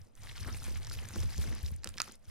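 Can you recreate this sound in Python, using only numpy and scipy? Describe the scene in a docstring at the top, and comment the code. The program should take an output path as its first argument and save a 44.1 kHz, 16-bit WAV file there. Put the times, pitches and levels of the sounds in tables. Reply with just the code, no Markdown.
"""Chopsticks stirring sauced noodles

A thin plastic tray, close to a stereo microphone in a quiet room. Sauce films crackle, pop and
squelch as the strands part, in swarms of tiny chirping bursts. Pushes thud through the table and
rock the microphone stand, and the tray floor flexes with a hollow knock. Near the end the
chopsticks click against each other and the tray."""
import sys
import numpy as np
from scipy import signal
from scipy.fft import rfft, irfft, next_fast_len
from scipy.io import wavfile
from scipy.ndimage import map_coordinates

SR = 44100
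rng = np.random.default_rng(int(sys.argv[2]) if len(sys.argv) > 2 else 0)


def wav_out(sig):
    """Save sig, one row per channel (or a flat mono array), as 16-bit PCM at SR to the path in sys.argv[1]."""
    wavfile.write(sys.argv[1], SR, np.round(np.clip(np.atleast_2d(sig).T, -1, 1) * 32767).astype(np.int16))


N = 101429
LEFT_LAG_S = 3e-5  # the tray's sound reaches the left capsule this much later


def amp(db):
    """Decibels to gain."""
    return 10 ** (np.asarray(db) / 20)


def unit(x):
    """Scale to rms 1."""
    return x / np.sqrt(np.mean(x ** 2) + 1e-20)


def along(points, hz):
    """Read (f/Hz, value) points on a log frequency axis."""
    f, v = np.transpose(points)
    return np.interp(np.log(hz + 1), np.log(f + 1), v)


def curves(rows):
    """One envelope for each column after the time."""
    times, *columns = np.transpose(rows)
    return [np.interp(np.arange(N) / SR, times, column) for column in columns]


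def wobble(rate):
    """A smooth random curve, rate knots a second."""
    return map_coordinates(rng.standard_normal(2000), [np.arange(N) * rate / SR], mode="wrap")


def filtered(x, response):
    """Filter x by a response given as a function of frequency."""
    n = x.shape[-1]
    size = next_fast_len(n + 4096)
    return irfft(rfft(x, size) * response(np.fft.rfftfreq(size, 1 / SR)), size)[..., :n]


def bell(f, centre_hz, octaves):
    """A bell-shaped band around one pitch."""
    return np.exp(-.5 * (np.log2((f + 1) / centre_hz) / octaves) ** 2)


def coloured(x, eq):
    """x through an EQ curve, at rms 1."""
    return unit(filtered(x, lambda hz: amp(along(eq, hz))))


def noise(width):
    """White stereo noise; width is side over middle."""
    mid, side = rng.standard_normal((2, N))
    return unit(np.array([mid + width * side, mid - width * side]))


def panned(x, pan_db):
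    """Left louder than right by pan_db."""
    return x * amp(np.array([[.5], [-.5]]) * pan_db)


def add(track, s, sound):
    """Mix a sound into the track at time s."""
    part = track[..., max(round(s * SR), 0):][..., :sound.shape[-1]]
    part += sound[..., :part.shape[-1]]


def attack(t, rise_s):
    """Exponential rise to 1."""
    return 1 - np.exp(-t / rise_s)


def fade(t, t60):
    """Exponential decay, 60 dB down at t60."""
    return np.exp(-np.log(1000) * t / t60)


def ring(modes, t):
    """Damped sines from (f/Hz, level/dB, t60/s) rows, balanced a little differently each time."""
    return sum(amp(db + rng.normal(0, 1)) * fade(t, t60) * np.sin(2 * np.pi * hz * t)
               for hz, db, t60 in modes)


def room_tone():
    """The quiet room's steady, wide bed of noise."""
    # room tone EQ: f/Hz, gain/dB
    bed_eq = [(20, 29.5), (100, -15), (200, -18), (500, 4.5), (1500, -9), (5000, -43), (10000, -60),
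              (16000, -56)]
    return amp(-60.5) * coloured(noise(width=1.0), bed_eq)


def reverb(x):
    """The room's diffuse tail, different in each channel."""
    # room decay: f/Hz, t60/s
    decay = [(150, 0.45), (1000, 0.14), (5000, 0.3), (9000, 0.074), (16000, 0.36)]
    # tail EQ: f/Hz, gain/dB
    tail_eq = [(100, 9.5), (700, -6.5), (1400, 9), (5000, -8), (8000, -7), (14000, -18)]
    hz, t, spectrum = signal.stft(rng.standard_normal((2, SR // 2)), SR, nperseg=256)
    tail = signal.istft(spectrum * fade(t, along(decay, hz)[:, None]), SR, nperseg=256)[1]
    impulse = np.pad(tail, ((0, 0), (150, 0))) / np.linalg.norm(tail[0])  # 3.4 ms pre-delay
    wet = signal.fftconvolve(x, impulse, axes=1)[:, :N]
    return filtered(wet, lambda f: amp(along(tail_eq, f)))


def table_and_stand():
    """Pushes and drags shake the table; the rocking stand moves the capsules in opposite senses."""
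    # pushes: t/s, relative thud level/dB, relative rocking level/dB, thud f/Hz
    pushes = [(0.405, -44, -31, 67.6), (.464, -36, -50, 96.5), (0.513, -35.5, -37, 88.7),
              (0.616, -50, -49, 100), (0.653, -47.5, -31.5, 96), (.755, -42.5, -31, 91),
              (0.961, -44.5, -31, 76), (1.05, -45.5, -46, 93.6), (1.167, -42, -30, 86.3),
              (1.238, -35.5, -23, 78.7), (1.381, -27.5, -24.5, 76), (1.465, -41.5, -27, 85.7),
              (1.494, -41, -30, 76), (1.63, -31.5, -29, 72.8), (1.712, -34, -31, 78.8),
              (1.873, -43, -39, 86.7), (2.273, -50.5, -40.5, 91.6)]
    # table top modes: multiple of the thud's pitch, level/dB, t60/s
    top_modes = [(1.002, 5.5, 0.13), (2.2, -4.5, 0.07)]
    # microphone stand modes: f/Hz, level/dB, t60/s
    stand_modes = [(46, 5, 0.1), (65.7, 10, 0.31), (440, 4, 0.032)]
    # chopsticks dragging on the tray floor: t/s, relative level/dB
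    drag = [(0.0, -51), (0.11, -74.5), (0.2, -51.5), (0.38, -52), (0.49, -41), (0.57, -48), (1.13, -46.5),
            (1.25, -37.5), (1.3, -52.5), (1.39, -39.5), (1.45, -49), (1.48, -39), (1.58, -53.5),
            (1.62, -46), (1.82, -55), (2.08, -61), (2.19, -69.5), (2.3, -67)]
    # drag rumble EQ: f/Hz, gain/dB
    rumble_eq = [(15, 0.5), (45, -5), (65, -3.5), (100, 5.5), (145, -6.5), (185, -15), (260, -24),
                 (500, -36), (2000, -89)]
    sway_eq = [(15, -31), (48, -10), (66, 16), (88, -18), (600, -91)]  # stand resonance: f/Hz, gain/dB
    thud, rock, t = np.zeros(N), np.zeros(N), np.arange(SR // 2) / SR
    soft_onset = 1 - np.exp(-(t / 0.011) ** 2)
    for s, thud_db, rock_db, hz in pushes:
        modes = [(hz * multiple, db, t60) for multiple, db, t60 in top_modes]
        add(thud, s, amp(thud_db) * ring(modes, t) * attack(t, 0.0054))
        add(rock, s, amp(rock_db - 6.5) * ring(stand_modes, t) * soft_onset)
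    drag_db, = curves(drag)
    rumble = amp(drag_db - 1.5) * coloured(noise(width=0.37), rumble_eq)
    rock += amp(drag_db + 4.0) * coloured(rng.standard_normal(N), sway_eq)
    return rumble + np.array([thud + rock, thud - rock])


def tray_flexes():
    """The thin tray floor gives way under the chopsticks with a dull, hollow knock."""
    # flexes: t/s, peak/dB
    knocks = [(0.679, -40.5), (.708, -45), (0.961, -54), (1.1606, -33), (1.229, -40), (1.383, -43.5),
              (1.858, -41.5), (1.869, -49), (1.956, -46.5), (2.079, -53)]
    # tray floor modes: f/Hz, level/dB, t60/s
    floor_modes = [(192, 4.5, 0.029), (349, 4.5, 0.022), (502, 3.5, 0.022), (830, -7, 0.023),
                   (1030, 4, 0.013)]
    out, t = np.zeros(N), np.arange(4096) / SR
    for s, db in knocks:
        knock = ring(floor_modes, t) * attack(t, 0.0089)
        add(out, s, amp(db) * knock / np.abs(knock).max())
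    return out


def chopstick_clicks():
    """Each contact is a crack of noise and a brief ring of sticks and tray, with its own bright band."""
    # contacts: t/s, peak/dB, brightest f/Hz, t60/s
    clicks = [(1.8343, -40.5, 2920, 0.006), (1.8441, -24, 7600, 0.007), (1.8581, -39.5, 1320, 0.0095),
              (1.8608, -45, 8900, 0.016), (1.8737, -25, 4000, 0.0039), (1.8903, -32, 7500, 0.0038),
              (1.9405, -43, 2920, 0.011), (1.971, -39, 4430, 0.0038), (1.977, -34.5, 2670, 0.011),
              (1.9823, -24.5, 4900, 0.0045), (1.9847, -31.5, 1900, 0.011), (2.0011, -26.5, 1640, 0.0034),
              (2.0017, -16.5, 4680, 0.011), (2.0035, -22, 1420, 0.0069), (2.0178, -17, 6600, 0.0076)]
    # chopstick and tray modes: f/Hz, level/dB, multiple of the click's t60
    modes = [(1357, 2, 2.4), (1730, 4, 1.2), (2530, 10.5, 1.1), (3100, 8, 0.58), (4790, 17.5, 0.41),
             (5220, 17.5, 0.56), (12500, 2, 0.6)]
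    low_cut_hz, skirt_db = 1000, -6
    out, t = np.zeros(N), np.arange(2048) / SR
    for s, db, bright_hz, t60 in clicks:
        def contact(f):
            """A bright peak on a broad skirt, with the lows cut."""
            skirt = amp(skirt_db) / (1 + (f / (2.54 * bright_hz)) ** 4)
            return (skirt + bell(f, bright_hz, octaves=0.28)) / (1 + (low_cut_hz / (f + 1)) ** 6)

        struck = [(hz, level + 20 * np.log10(contact(hz)), t60 * life) for hz, level, life in modes]
        tone = ring(struck, t)
        crack = filtered(rng.standard_normal(len(t)), contact) * fade(t, t60)
        click = (unit(tone) + unit(crack)) * attack(t, 0.00015)
        add(out, s, amp(db) * click / np.abs(click).max())
    return panned(out, pan_db=-4)


def sauce_pops():
    """A larger film tears with a snap and its pocket of air rings for a few cycles."""
    # bursting bubbles: t/s, peak/dB, f/Hz
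    pops = [(.016, -46.5, 5470), (0.071, -59, 4630), (.153, -47, 6640), (.174, -55, 3340),
            (.234, -41.5, 5830), (.272, -40.5, 1860), (0.314, -41, 2200), (0.38, -38, 3240),
            (0.404, -37, 5900), (0.4472, -37.5, 1620), (.476, -34, 10700), (0.546, -36.5, 2300),
            (.622, -42, 1360), (.629, -41, 12000), (.642, -32.5, 7000), (.758, -37.5, 2130),
            (0.831, -38.5, 4400), (.848, -32, 4860), (0.8695, -34.5, 5570), (.898, -30, 5760),
            (0.9125, -36.5, 1435), (.9208, -33.5, 4500), (.938, -32.5, 6260), (0.975, -44, 3700),
            (0.989, -34.5, 2480), (1.054, -38.5, 5800), (1.0875, -34.5, 6020), (1.16, -36.5, 1500),
            (1.204, -35.5, 7350), (1.227, -37.5, 4000), (1.38, -30, 6350), (1.345, -41.5, 1760),
            (1.44, -39, 1540), (1.526, -39, 2040), (1.55, -33, 9300), (1.594, -42, 11000),
            (1.63, -32.5, 11800), (1.662, -31.5, 4880), (1.716, -37, 13000), (1.723, -55, 4500),
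            (1.759, -51.5, 2180), (1.763, -40, 9200), (2.078, -42.5, 1220), (2.093, -46.5, 1330),
            (2.121, -38, 9000), (2.155, -43, 9400)]
    ring_cycles, snap_t60 = 11, 0.0083
    out, t = np.zeros(N), np.arange(2048) / SR
    for s, db, hz in pops:
        hiss = filtered(rng.standard_normal(len(t)), lambda f: bell(f, hz, octaves=0.47) + .08)
        snap = unit(hiss) * fade(t, snap_t60)
        pocket = ring([(hz, 0, ring_cycles / hz)], t)
        pop = (pocket + 0.28 * snap) * attack(t, 0.000092)
        add(out, s, amp(db) * pop / np.abs(pop).max())
    return panned(out, pan_db=1.5)


def bubbles(lo_hz, hi_hz, cycles, spread_db, rise, scatter, count, samples):
    """Tiny bursts in the sauce: rising chirps that swell and die, each from its own place in the tray."""
    when, pitch, life = rng.random((3, count, 1))
    strength, pan, lag = rng.standard_normal((3, count, 1))
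    hz = (np.sqrt(lo_hz) + pitch * (np.sqrt(hi_hz) - np.sqrt(lo_hz))) ** 2
    t60 = cycles * (.5 + life) / hz
    gain = amp(spread_db * np.minimum(strength, 2)) * hz ** 1.36
    index = ((when * N).astype(int) + np.arange(samples)).ravel()
    out = []
    for side in (-.5, .5):
        # scatter spreads the arrival times between the capsules
        t = np.maximum(np.arange(samples) / SR + side * lag * scatter * LEFT_LAG_S, 0)
        swell = attack(t, 1 / hz) * fade(t, t60)
        chirp = np.sin(2 * np.pi * hz * t * (1 + rise * np.minimum(t / t60, 1)))
        burst = gain * amp(side * pan * 7.3) * swell * chirp
        out.append(np.bincount(index, burst.ravel(), N + samples)[:N])
    return unit(np.array(out))


def sauce_squishes():
    """Sauce squeezed between strands: a dense froth that swells and sinks around one pitch."""
    # squishes: t/s, length/s, level/dB, f/Hz
    squishes = [(0.395, 0.022, -58.5, 5600), (0.442, 0.097, -54, 1250), (0.52, 0.038, -54, 5600),
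                (0.905, 0.04, -54, 5100)]
    out, t = np.zeros((2, N)), np.arange(N) / SR
    for s, length, db, hz in squishes:
        froth = bubbles(hz / 2, hz * 2, cycles=17, spread_db=2.5, rise=0.04, scatter=0.2,
                        count=2500, samples=400)
        froth = filtered(froth, lambda f: bell(f, hz, octaves=0.27))
        swell = np.sin(np.pi * np.clip((t - s) / length, 0, 1))
        out += amp(db) * unit(froth) * swell
    return out


def noodles():
    """Parting strands fizz, crackle and squelch in clumps over a low churn: bursts in a wet smear."""
    # stirring envelopes, trimmed per layer below: t/s, fizz/dB, crackle/dB, squelch/dB, churn/dB
    stir = [(0.0, -75.5, -84, -73, -78), (0.08, -79, -73, -75, -60.5), (0.12, -89, -87.5, -84.5, -76),
            (0.2, -68.5, -65.5, -64, -70.5), (0.255, -67.5, -64, -62.5, -65),
            (0.29, -63.5, -53.5, -58, -65), (0.35, -68.5, -61.5, -63.5, -68),
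            (0.41, -62.5, -54.5, -59, -61), (0.49, -61.5, -58.5, -53.5, -49),
            (0.58, -62, -59.5, -64.5, -63.5), (0.67, -59.5, -56.5, -58, -60),
            (0.75, -63.5, -57, -61.5, -59.5), (0.81, -65, -62.5, -58.5, -62),
            (0.88, -70, -63.5, -63.5, -64.5), (0.93, -56.5, -55.5, -62.5, -60.5),
            (1.03, -64.5, -61.5, -57.5, -57), (1.11, -64, -60.5, -58, -62.5),
            (1.17, -57.5, -51.5, -60, -46.5), (1.24, -61, -55.5, -55.5, -66), (1.28, -66, -57.5, -64, -56),
            (1.35, -63.5, -56.5, -61, -66), (1.43, -57, -53, -60.5, -51),
            (1.53, -64.5, -56.5, -56.5, -50.5), (1.6, -71, -58, -58.5, -64.5), (1.67, -61, -54.5, -62, -57),
            (1.72, -68.5, -69.5, -70.5, -63), (1.81, -84.5, -71, -71.5, -70.5),
            (1.87, -71, -66, -67, -55.5), (1.93, -74, -72.5, -69.5, -69), (2.04, -60.5, -59, -73, -64.5),
            (2.1, -76, -63.5, -66.5, -57.5), (2.14, -74, -64, -72, -70), (2.19, -85, -85, -85, -87),
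            (2.24, -81.5, -76, -79.5, -69.5), (2.3, -70, -66.5, -68, -70)]
    # airy fizz EQ: f/Hz, gain/dB
    fizz_eq = [(4000, -2.5), (7300, -3), (9000, 1.5), (12000, -4.5), (14000, -10.5), (16000, -18.5)]
    # crisp crackle EQ: f/Hz, gain/dB
    crackle_eq = [(1500, -6.5), (2600, -3), (3600, -6), (5200, -3.5), (6800, -9), (9000, -12.5),
                  (16000, -64)]
    # midrange squelch EQ: f/Hz, gain/dB
    squelch_eq = [(200, -60), (450, -1.5), (800, 2), (1400, -0.5), (2100, 0.5), (2700, -9), (4200, -7),
                  (12000, -79)]
    # low churn EQ: f/Hz, gain/dB
    churn_eq = [(40, -47), (110, -49), (190, 6.5), (300, -3), (480, -7), (700, -15.5), (1300, -26.5),
                (5000, -92)]
    smear, clump_db, flicker_db, squelch_clump_db = .42, 1.6, 1.6, 3.1
    fizz_db, crackle_db, squelch_db, churn_db = curves(stir)
    clumps = unit(wobble(130) + 1.7 * wobble(41.46))
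    tiny = bubbles(6570, 15800, cycles=19, spread_db=5.3, rise=0.028, scatter=0.66,
                   count=6000, samples=160)
    fine = bubbles(2075, 7600, cycles=19, spread_db=5.3, rise=0.064, scatter=0.1,
                   count=5000, samples=360)
    medium = bubbles(567, 3870, cycles=7.1, spread_db=-0.5, rise=0.014, scatter=0.39,
                     count=3000, samples=700)
    deep = bubbles(145.3, 1180, cycles=4.34, spread_db=1.5, rise=0.03, scatter=9.1,
                   count=900, samples=1400)
    flicker = amp(clump_db * clumps + flicker_db * wobble(59.1))
    fizz = flicker * coloured(tiny + smear * noise(0.14), fizz_eq)
    crackle = amp(clump_db * clumps) * coloured(fine + smear * noise(0.19), crackle_eq)
    squelch = amp(squelch_clump_db * clumps) * coloured(medium + smear * noise(0.23), squelch_eq)
    churn = coloured(deep + 2 * noise(3.7), churn_eq) * amp(churn_db - 0.55)
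    sauce = (unit(fizz) * amp(fizz_db + 4.0)
             + unit(crackle) * amp(crackle_db + 1.3)
             + unit(squelch) * amp(squelch_db + 1.34))
    return panned(sauce, pan_db=1.64) + panned(churn, pan_db=-5.0)


def scene():
    """The tray, slightly nearer the right capsule, over faint reverb, table thuds and room tone."""
    tray = noodles() + sauce_squishes() + sauce_pops() + tray_flexes() + chopstick_clicks()
    delay_s = LEFT_LAG_S * np.array([[.5], [-.5]])
    tray = filtered(tray, lambda hz: np.exp(-2j * np.pi * hz * delay_s))
    return tray + amp(-15) * reverb(tray) + table_and_stand() + room_tone()


def record(dry):
    """A steep low-pass takes off the very top."""
    top_hz = 16200
    return filtered(dry, lambda hz: 1 / np.sqrt(1 + (hz / top_hz) ** 120))


dry = scene()
out = record(dry)
wav_out(out)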